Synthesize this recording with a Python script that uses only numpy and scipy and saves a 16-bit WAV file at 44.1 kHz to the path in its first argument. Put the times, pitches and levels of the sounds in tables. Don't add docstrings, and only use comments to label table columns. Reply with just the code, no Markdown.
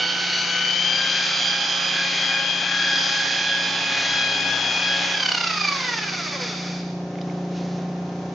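import sys
import numpy as np
from scipy import signal
from scipy.fft import rfft, irfft, next_fast_len
from scipy.io import wavfile
from scipy.ndimage import uniform_filter1d, map_coordinates

SR = 44100
rng = np.random.default_rng(int(sys.argv[2]) if len(sys.argv) > 2 else 0)


def gain_from_db(level_db):
    decades = np.asarray(level_db, float) / 20
    return 10 ** decades


def transcribe(signal):
    frames = np.atleast_2d(signal).T
    limited = np.clip(frames, -1, 1)
    pcm = np.round(limited * 32767).astype(np.int16)
    wavfile.write(sys.argv[1], SR, pcm)


N = 367794
T = np.arange(N) / SR
OFF_S, MAINS_HZ = 5.15, 60
PINION, CROWN = 6, 44
LEFT_RIGHT = np.array([[1], [-1]])

# (centre [Hz], width [Hz], gain [dB])
HOUSING = [(1130, 300, -2), (2360, 350, 18.5), (3576, 320, 14), (4690, 610, 15), (5600, 1000, 2)]
# (time [s], beat depth [0-1], rotor wobble [rad])
PLAY = [
    (5.15, .3, .03),
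    (5.25, .8, .11),
    (5.42, 0.7, .11),
    (5.55, 0.3, 0.08),
    (5.65, .51, 0.046),
    (5.8, 0.2, .06),
    (5.95, 0.4, 0.047),
    (6.2, 0.4, 0.021),
    (6.5, 0.2, .02),
    (6.9, 0, 0.013),
]
# (time [s], level [dB])
PRESSURE = [
    (0, -59.5),
    (2.4, -64),
    (3.0, -56),
    (4.54, -44),
    (5.05, -50),
    (5.4, -54),
    (5.6, -47),
    (5.75, -60),
    (6.0, -59),
    (7.0, -69),
]


def curves(table):
    s, *columns = np.transpose(table)
    return [np.interp(T, s, c) for c in columns]


def unit(x):
    return x / np.sqrt(np.mean(np.abs(x) ** 2))


def colour(x, spectrum, modes=()):
    hz = np.arange(len(x) // 2 + 1) * SR / len(x) + 1
    outline_hz, outline_db = np.transpose(spectrum)
    db = np.interp(np.log(hz), np.log(outline_hz), outline_db)
    for centre_hz, width_hz, top_db in modes:
        db = db + top_db / (1 + (2 * (hz - centre_hz) / width_hz) ** 2)
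    return irfft(gain_from_db(db) * rfft(x), len(x))


def noise(spectrum, modes=(), size=N):
    return unit(colour(rng.standard_normal(size), spectrum, modes))


def walk(rate_hz):
    k = max(int(SR / rate_hz), 2)
    held = np.repeat(rng.standard_normal(N // k + 1), k)
    return unit(uniform_filter1d(uniform_filter1d(held, k), k)[:N])


def patchy(spectrum, depth_db, rate_hz):
    size = next_fast_len(N)
    x = rfft(noise(spectrum, size=size))
    octave = np.log2(np.arange(len(x)) * SR / size + 1)
    out = 0
    for third in range(29, 40):
        band = irfft(x * np.clip(1 - 3 * np.abs(octave - third / 3), 0, 1), size)[:N]
        out = out + gain_from_db(depth_db * walk(rate_hz)) * band
    return out


def swells(table):
    spread_s = 0.045
    coarse = T[::64]
    bells = sum(gain_from_db(db) * np.exp(-.5 * ((coarse - s) / spread_s) ** 2) for s, db in table)
    return np.interp(T, coarse, bells)


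def sweep():
    # (time [s], left minus right [dB])
    turning_points = [
        (0, -3),
        (0.781, 6.5),
        (1.62, -3.5),
        (2.6, 4.5),
        (3.62, -3.5),
        (4.54, 5),
        (5.48, -3),
        (6.1, -1),
        (7.0, -1),
    ]
    s, pan_db = np.transpose(turning_points)
    index = np.arange(len(s))
    stroke = np.interp(T, s, index)
    eased = np.floor(stroke) + .5 - .5 * np.cos(np.pi * (stroke % 1))
    return np.interp(eased, index, pan_db), np.sin(np.pi * (stroke % 1)) * (T < OFF_S)


def relative_pace():
    return uniform_filter1d(sweep()[1], SR // 5) - .6


def rotor():
    # (time [s], speed [turns/s])
    driven_speed = [(0, 250.5), (.6, 251), (.68, 253.5), (.88, 263.8), (1.0, 265.8), (1.25, 269),
                    (1.5, 269.1), (1.7, 272.8), (1.95, 272.8), (2.15, 271.3), (2.5, 272), (2.7, 274.3),
                    (2.95, 272.9), (3.4, 273.7), (3.65, 276.3), (3.95, 274.3), (4.4, 274.8), (4.6, 276.3),
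                    (4.85, 274.5), (5.1, 275.9)]
    # (time [s], speed [turns/s])
    coasting_speed = [
        (5.17, 275),
        (5.25, 256.5),
        (5.4, 235.5),
        (5.55, 212.1),
        (5.75, 185.7),
        (6.25, 106.8),
        (6.42, 83.5),
        (6.6, 56),
        (6.881, 14),
        (7.1, 1.2),
    ]
    speed = curves(driven_speed + coasting_speed)[0]
    turns = np.cumsum(speed) / SR
    spindle = (turns - turns[int(OFF_S * SR)]) * PINION / CROWN
    power = np.clip((OFF_S - T) / 0.01, 0, 1)
    return speed, turns, spindle, power


def pad_load(power):
    return power * np.clip((T - 1.0) / 0.59, 0, 1)


def sag(speed, slope_db, knee):
    full_speed = 275.
    return slope_db * np.log2((speed + knee) / (full_speed + knee))


def hiss_level_db(speed):
    return -36 + sag(speed, 7.5, 14) + 2 * relative_pace()


def tooth_errors(spindle, renew_hz):
    field = rng.standard_normal((2, 100, CROWN))
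    harmonic = np.arange(CROWN // 2 + 1)
    field = irfft(rfft(field) * (harmonic > 0) / (1 + (harmonic / 3.17) ** 2), CROWN)
    where = [T * renew_hz, spindle % 1 * CROWN]
    re, im = (map_coordinates(f, where, order=1, mode="grid-wrap") for f in field)
    return unit(re + 1j * im)


def rings_db(hz):
    # (centre [Hz], width [Hz], gain [dB])
    housing_rings = [(495, 110, 15), (1327, 430, 13), (1980, 320, 10.5), (2330, 190, 14), (2950, 610, 12),
                     (3640, 400, 11.5), (4700, 720, 19.5)]
    grid_hz = np.arange(0, 12000, 10.)
    gain_db = sum(db / (1 + (2 * (grid_hz - centre) / width_hz) ** 2) for centre, width_hz, db in housing_rings)
    return np.interp(hz, grid_hz, gain_db)


def whine_db(speed, power):
    # (multiple of rotor speed, driven [dB], load gain [dB], coasting [dB], loss per halving of speed [dB])
    main_lines = [
        (6, -44, 2, -42, 10.5),
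        (8.96, -43.5, 2, -52.5, 11),
        (11.9, -36.5, 1, -41.5, 9.5),
        (18.2, -45.5, -3.5, -52.5, 6.5),
        (23.7, -46.5, -8, -51.5, 8),
    ]
    # (time [s], multiple of rotor speed, level [dB])
    further_swells = [(5.9, 9, -43), (5.72, 6, -31), (5.63, 12, -34), (5.92, 12, -34), (6.05, 18, -37),
                      (.4, 24, -40), (5.66, 24, -35), (5.1, 12, -47), (5.93, 6, -39), (6.4, 6, -41),
                      (6.5, 6, -50), (5.9, 9, -43), (6.21, 12, -43), (6.36, 12, -45), (6.06, 12, -40),
                      (5.5, 24, -41), (6.28, 24, -53), (5.3, 18, -42), (4.9, 12, -38)]
    # (time [s], level [dB])
    mesh_swells = [(0.01, -32.5), (0.1, -39), (0.16, -46.5), (0.24, -33), (0.39, -34), (0.57, -32.5),
                   (0.64, -37), (0.93, -47.5), (1.02, -30.5), (1.14, -47), (1.21, -31), (1.39, -45),
                   (1.48, -48), (1.56, -37.5), (2.01, -31.5), (2.23, -45), (2.3, -41.5), (2.38, -33.5),
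                   (2.73, -33), (2.82, -30.0), (2.92, -28.5), (3.1, -44.5), (3.19, -28.5), (3.28, -39),
                   (3.42, -36), (3.51, -31.5), (3.63, -33.5), (3.77, -40), (3.89, -37.5), (4.04, -37.5),
                   (4.14, -39.0), (4.25, -34), (4.46, -40), (4.53, -29.5), (4.9, -32.5), (4.99, -39),
                   (5.13, -39)]
    # (time [s], level [dB])
    blade_swells = [(0.0, -35), (0.31, -44.5), (0.47, -43), (0.75, -45.0), (0.94, -41), (1.23, -39.0),
                    (1.4, -44), (1.51, -46.5), (1.57, -41.5), (1.88, -42), (2.08, -36), (2.22, -41),
                    (2.35, -30), (2.5, -36.5), (2.59, -40.5), (2.7, -38.5), (2.94, -40), (3.13, -41),
                    (3.28, -47), (3.47, -39), (3.68, -40.5), (3.87, -37), (4.0, -33.5), (4.13, -47.5),
                    (4.24, -33.5), (4.36, -43), (4.44, -33), (4.6, -47), (4.68, -33.5), (4.79, -30.5),
                    (4.92, -43), (5.06, -38), (5.14, -50)]
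    # (time [s], level [dB])
    slot_swells = [(0.0, -38), (0.15, -39), (0.32, -38.5), (0.53, -33.5), (0.67, -27.5), (0.75, -30.5),
                   (0.82, -29.5), (0.88, -39.5), (0.94, -30.5), (1.02, -32.5), (1.12, -32.0), (1.21, -40.5),
                   (1.47, -29.5), (1.71, -42), (1.91, -36.5), (2.17, -37), (2.27, -28), (2.38, -38),
                   (2.49, -31), (2.68, -37), (2.79, -36.5), (2.849, -37), (2.96, -31), (3.07, -43),
                   (3.51, -35.0), (4.09, -33.5), (4.198, -30.5), (4.35, -31), (4.58, -32), (4.68, -32),
                   (4.81, -42), (4.89, -30.5)]
    # (time [s], level [dB])
    third_swells = [(0.0, -49.0), (0.06, -32.0), (0.13, -51.0), (0.24, -38), (0.36, -33), (0.45, -40.5),
                    (0.53, -43), (0.69, -40), (0.81, -41.5), (0.95, -32.5), (1.01, -47.0), (1.09, -36.0),
                    (1.29, -34), (1.38, -36), (1.5, -31), (1.64, -36), (1.73, -38.5), (1.86, -32.5),
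                    (2.01, -50.5), (2.09, -49.5), (2.2, -41.5), (2.28, -41), (2.429, -39.5), (2.62, -48),
                    (2.9, -48), (2.98, -37.5), (3.06, -42.0), (3.13, -40), (3.25, -43), (3.65, -35.5),
                    (4.27, -45.5), (4.44, -46), (4.88, -37)]
    load = np.clip((T - .3) / 4.7, 0, 1)
    own_swells = (mesh_swells, blade_swells, slot_swells, third_swells, [])
    out = []
    for (order, driven_db, load_db, coast_db, slope_db), own in zip(main_lines, own_swells):
        further = [(s, db) for s, k, db in further_swells if round(k) == round(order)]
        swell = swells(list(own) + further)
        driven = gain_from_db(driven_db + load_db * load + walk(12))
        free = gain_from_db(coast_db + rings_db(order * speed) + sag(speed, slope_db, 12.0))
        out.append(20 * np.log10(power * driven + (1 - power) * free + swell))
    return out


def slot_ripple(turns, power):
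    # (time [s], level [dB])
    above_swells = [(0.01, -33.5), (0.111, -34), (0.24, -42), (0.59, -39), (0.69, -43.5), (1.41, -37),
                    (1.54, -45), (1.63, -38.0), (1.739, -38.5), (1.92, -40.5), (2.01, -44), (2.55, -39),
                    (2.68, -43.5), (2.82, -45), (3.04, -39), (3.21, -47), (3.31, -39), (3.5, -36),
                    (3.6, -42), (3.72, -36), (4.51, -36.5), (4.62, -47.0)]
    # (time [s], level [dB])
    below_swells = [(0.0, -38), (0.36, -34), (0.69, -42), (0.77, -41), (0.89, -35.5), (1.11, -39),
                    (1.38, -42.0), (1.49, -38.5), (1.62, -34), (1.73, -33.5), (1.87, -34), (2.21, -41),
                    (2.32, -38.5), (2.51, -39.5), (2.64, -37.5), (3.06, -39.0), (3.38, -38), (3.52, -33.5),
                    (3.69, -36), (4.32, -40.0), (4.73, -40.0), (4.92, -43)]
    ripple = np.exp(2j * np.pi * 2 * MAINS_HZ * T)
    out = 0
    for shift, db, table in ((ripple, -44.5, above_swells), (1 / ripple, -42, below_swells)):
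        tone = np.real(shift * np.exp(2j * np.pi * 12 * turns + .3j * walk(45)))
        out = out + np.sqrt(2) * power * (gain_from_db(db) + swells(table)) * tone
    return out


def rotor_whine(throb):
    # (multiple of rotor speed, level [dB])
    weak_lines = [(2, -11.5), (4, -17), (5, -19), (11, -14.5), (13, -12), (15, -13), (16, -18), (21, -18.5)]
    # (multiple of rotor speed, level [dB])
    freed_lines = [(3, -54.5), (15, -58), (16, -53), (21, -50), (22, -52), (27, -59.5), (30, -60.5),
                   (32, -63), (36, -68)]
    # (time [s], level [dB])
    pad_chatter = [
        (4.27, -45),
        (4.36, -41),
    ]
    speed, turns, spindle, power = rotor()
    base_db = hiss_level_db(speed) - 2.0
    load = pad_load(power)
    high_throb = throb ** 0.3
    ripple = np.exp(2j * np.pi * 2 * MAINS_HZ * T)
    wobble_rad = (1 - power) * curves(PLAY)[1] * np.sin(2 * np.pi * spindle)
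    wobble_rad = wobble_rad + (1.3 - power) * .05 * walk(90)

    def cosine(order, phase_turns=0.):
        return np.cos(2 * np.pi * (order * turns + phase_turns))

    def line(order, db, teeth_db, mains=0., renew_hz=6.):
        teeth = gain_from_db(base_db + teeth_db + 1.5 * (2.0 - power)) * tooth_errors(spindle, renew_hz)
        sidebands = 1.36 / ripple + .9j * ripple + .5 / ripple ** 2 - 0.2 * ripple ** 2
        torque = 1 + power * mains * sidebands
        flutter = 1 + (.8 - .1 * power) * (.2 * walk(60) + .33j * walk(45))
        tone = gain_from_db(db - 0.15 * power) * torque * flutter * np.exp(-1j * order * wobble_rad)
        return np.sqrt(2) * np.real((tone + teeth) * np.exp(2j * np.pi * order * turns))

    mesh_db, blade_db, slot_db, third_db, fourth_db = whine_db(speed, power)
    lines = line(6, mesh_db, -0.64, mains=0.16)
    lines += line(9, blade_db, 0.45, mains=.03)
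    lines += line(12, slot_db - 0.3 * power, 0.5, mains=0.067)
    lines += slot_ripple(turns, power)
    lines += (line(18, third_db, -0.42, mains=0.3) + line(24, fourth_db, -15.0)) * high_throb
    lines += line(3, base_db - 19.5 + 13 * load + 2.5 * walk(7), -15 + 5 * load, renew_hz=11.)
    lines += swells(pad_chatter) * cosine(1.5)
    for order, db in freed_lines:
        freed_db = db + rings_db(order * speed) + sag(speed, 4.5, 11.)
        lines += (1 - power) * gain_from_db(freed_db) * cosine(order) * high_throb
    for order, db in weak_lines:
        radiated = np.tanh(order * speed / 500) ** 2
        lines += gain_from_db(base_db + 11.0 + db + 2.2 * walk(8)) * radiated * cosine(order, rng.random())
    early_coast = (1 - power) * np.clip((speed - 165) / 30, 0, 1)
    lines += early_coast * gain_from_db(-38.5 + 2 * walk(30)) * cosine(4)
    return lines


def brush_hiss(throb):
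    # (frequency [Hz], level [dB per Hz])
    hiss_colour = [(900, -17.5), (1200, 1), (2000, 3), (3000, 2.5), (4000, 3.5), (5500, -0.5), (6600, -3),
                   (7100, -9), (7700, -32.5)]
    speed, turns, _, power = rotor()
    mains = np.cos(2 * np.pi * 2 * MAINS_HZ * T)
    sparks = 1 + 0.04 * power * mains + 0.091 * np.cos(2 * np.pi * turns)
    gain = gain_from_db(hiss_level_db(speed) + 8) * (.5 + .5 * power)
    return gain * sparks * throb ** .2 * patchy(hiss_colour, depth_db=1.5, rate_hz=8.)


def pad_rush():
    # (frequency [Hz], level [dB per Hz])
    rush_colour = [(25, -28), (60, -15.5), (150, -7), (300, 2), (500, 0.5), (820, 9), (1000, 3),
                   (1300, -39)]
    speed, _, _, power = rotor()
    rush_db = -38 + sag(speed, 11, 60) - 1.5 * relative_pace()
    weight_db = 0.23 * (curves(PRESSURE)[0] + 56) * power
    return gain_from_db(rush_db + walk(12) + weight_db) * noise(rush_colour)


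def pad_drum():
    speed, turns, spindle, power = rotor()
    slap = gain_from_db(curves(PRESSURE)[0] + walk(8.8))
    drum = 1.1 * np.cos(2 * np.pi * 3 * spindle) + .25 * np.cos(2 * np.pi * 2 * spindle)
    unbalance = slap + pad_load(power) * gain_from_db(hiss_level_db(speed) - 13.5)
    force = np.clip(speed / 250, 0, 1) ** 3
    return force * (slap * drum + unbalance * np.cos(2 * np.pi * turns))


def loose_teeth(throb):
    speed, turns, _, power = rotor()
    ticks = 0
    for k in range(PINION, 20):
        tone = np.cos(2 * np.pi * (k * PINION * turns + rng.random()))
        below_9_khz = np.clip(9 - k * PINION * speed / 1000, 0, 1)
        ticks = ticks + gain_from_db(4.1 * walk(10)) * tone * below_9_khz / k ** 0.38
    ticks = colour(ticks, [(900, -27), (1500, -19.5), (6000, -9.0), (7500, -32.5)],
                   [(hz, 1.3 * width_hz, 0.7 * db) for hz, width_hz, db in HOUSING])
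    rattle = noise([(700, -13.5), (1300, 5.0), (2350, -7), (3300, -8.0), (6500, -0.5), (7600, -22.0)],
                   [(hz, 1.7 * width_hz, 0.8 * db) for hz, width_hz, db in HOUSING])
    tick_db = -35.5 + sag(speed, 4.5, 15)
    rattle_db = -30 + 20 * np.log10(np.tanh(speed / 81)) + 1.2 * walk(30)
    return (1 - power) * (gain_from_db(tick_db) * throb * ticks + gain_from_db(rattle_db) * throb ** .15 * rattle)


def polisher():
    _, _, spindle, power = rotor()
    beat = curves(PLAY)[0] * gain_from_db(.5 * walk(25))
    knock = np.cos(2 * np.pi * spindle) + 0.41 * np.sin(2 * 2 * np.pi * spindle)
    throb = np.exp((0.18 * power + (1 - power) * beat) * knock)
    whine = throb ** (1.35 - .55 * power) * rotor_whine(throb) / (1 + 0.8 * (1 - power) * beat)
    loose = throb ** 0.18 * loose_teeth(throb)
    stopping = np.clip((7.15 - T) / 0.25, 0, 1)
    return stopping * (whine + loose + brush_hiss(throb) + pad_rush() + pad_drum())


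def blower():
    # (multiple of shaft speed, level [dB])
    shaft_lines = [(1, -41), (2, -31), (3, -29.5), (4, -22), (5, -8), (6, 2), (7, -27.5), (8, -15.5),
                   (9, -15.5), (10, -9), (11, -23), (12, -10.5), (13, -11), (14, -15), (15, -52.5),
                   (16, -29.5), (17, -19.5), (18, -16.5), (19, -15), (20, -18), (21, -34.5), (22, -30),
                   (23, -16), (24, -17), (25, -16), (26, -14), (27, -23), (28, -31), (29, -26.5),
                   (30, -27.5),
                   (32, -22), (36, -24), (42, -31), (48, -32), (54, -30), (60, -29), (78, -34.5), (84, -34),
                  (90, -50.5), (120, -39)]
    # (frequency [Hz], level [dB per Hz])
    air_colour = [(24, -70.5), (40, -36.5), (92, -21), (177, -8), (225, -16.5), (381, -16), (629, -19.5),
                  (800, -22), (1200, -28.5), (2670, -36.5), (6300, -38), (7000, -45.5), (7450, -53.5),
                  (7800, -71.5)]
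    shaft_hz, held_db, free_db, recover_s, recover_db_per_s = 29.53, -44.5, -32, 5.32, 6.5
    turns = shaft_hz * T + 0.0049 * walk(2)
    hum = 0
    for k, db in shaft_lines:
        hum = hum + gain_from_db(db + 1.4 * walk(4)) * np.cos(2 * np.pi * (k * turns + rng.random()))
    hum = hum * gain_from_db(0.23 * walk(22))
    air = gain_from_db(-5.5 + 0.36 * walk(9.7)) * noise(air_colour) * (1 + 0.1 * np.cos(2 * np.pi * turns))
    wide = gain_from_db(-18) * noise([(30, -22.0), (170, -4.0), (260, -11.5), (900, -7.5), (2000, -14.0),
                             (6500, -19.0), (7900, -45.5)])
    gain_db = np.clip(held_db + recover_db_per_s * (T - recover_s), held_db, free_db)
    gain_db = uniform_filter1d(gain_db, SR // 3) + 0.5 * walk(2.7) * (T < OFF_S)
    return gain_from_db(gain_db) * (np.sqrt(2) * hum + air + wide * LEFT_RIGHT)


def put_down_clicks():
    # (time [s], level [dB], ring [Hz], t60 [s], upper ring [dB], snap [dB])
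    taps = [
        (7.1555, -30.5, 2520, 0.015, -33, -18),
        (7.1854, -33, 2330, 0.027, -19, -20),
        (7.213, -31, 3870, 0.043, -1, -5),
        (7.2982, -35.5, 2200, 0.016, -12, -2),
        (7.311, -40, 1500, .01, -16, -9),
        (7.3225, -45.5, 3300, .008, 2, 1.5),
    ]
    out = np.zeros((2, N))
    lead, snap_t60_s, pan_db = 512, .004, -4
    age_s = (np.arange(4096) - lead) / SR
    for s, db, hz, t60_s, upper_db, snap_db in taps:
        crack = rng.standard_normal(len(age_s)) * gain_from_db(-60 * np.abs(age_s) / t60_s) * (age_s >= 0)
        ring = colour(crack, [(900, -21.0), (1600, -11.5), (6000, -23.5), (7500, -43.5)],
                      [(hz, 800, 17), (5200, 900, 19 + upper_db)])
        snap = colour(crack * gain_from_db(-60 * np.abs(age_s) / snap_t60_s),
                      [(900, -21), (1800, 1.5), (5500, 1), (7200, -23.5)])
        click = ring / np.abs(ring).max() + gain_from_db(snap_db) * snap / np.abs(snap).max()
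        start = int(s * SR) - lead
        out[:, start:start + len(age_s)] += click * gain_from_db(db + pan_db * LEFT_RIGHT / 2)
    return out


def cord_drag():
    # (time [s], peak [dB], rise [dB/s], fall [dB/s])
    cord_brushes = [
        (7.35, -60, 86, 189),
        (7.57, -45.5, 204, 27.5),
    ]
    drag = sum(gain_from_db(db + np.minimum(rise * (T - s), fall * (s - T))) for s, db, rise, fall in cord_brushes)
    drag = drag * gain_from_db(-170 * np.clip(T - 7.82, 0, 1))
    rustle = noise([(800, -19.0), (2000, -2.5), (4500, -1), (6500, -4.0), (7200, -18.5), (7900, -31.0)])
    return drag * gain_from_db(walk(25)) * rustle * np.array([[.9], [1.1]])


def workshop(x, t60_s, wet_db, wide_hz):
    size = SR
    age_s = np.arange(size) / SR
    fade = gain_from_db(-60 * age_s / t60_s) * (np.arange(size) > .004 * SR)
    mid = noise([(150, -21.0), (900, 3.5), (3000, 6.0), (8000, -19.5)], size=size) * fade
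    side = noise([(30, -50), (wide_hz / 3, -24), (wide_hz / 1.4, -14), (wide_hz, -6), (3000, -3),
                  (8000, -6)], size=size) * fade
    scale = gain_from_db(wet_db) / np.sqrt(np.sum(mid ** 2))
    tails = [scale * (.22 * mid + sign * side) for sign in (1, -1)]
    return np.array([signal.fftconvolve(x, tail)[:N] for tail in tails])


def scene():
    tool = polisher()
    small = put_down_clicks() + cord_drag()
    treble = colour(tool, [(300, -28.5), (1000, -13.0), (1500, -9), (2500, -1.5), (6000, -0.5)])
    side = np.tanh(0.062 * sweep()[0]) * treble
    wet = workshop(tool + gain_from_db(-6) * small.mean(axis=0), t60_s=1.0, wet_db=-12, wide_hz=1500)
    return tool + side * LEFT_RIGHT + small + wet + blower()


def roll_off(x):
    return signal.sosfilt(signal.butter(12, 8020, fs=SR, output="sos"), x)


def record(dry):
    thin = signal.sosfilt(signal.butter(1, 45, "high", fs=SR, output="sos"), dry)
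    cut = signal.sosfilt(signal.ellip(6, .5, 50, 7600, fs=SR, output="sos"), thin)
    return roll_off(cut)


dry = scene()
out = record(dry)
transcribe(out)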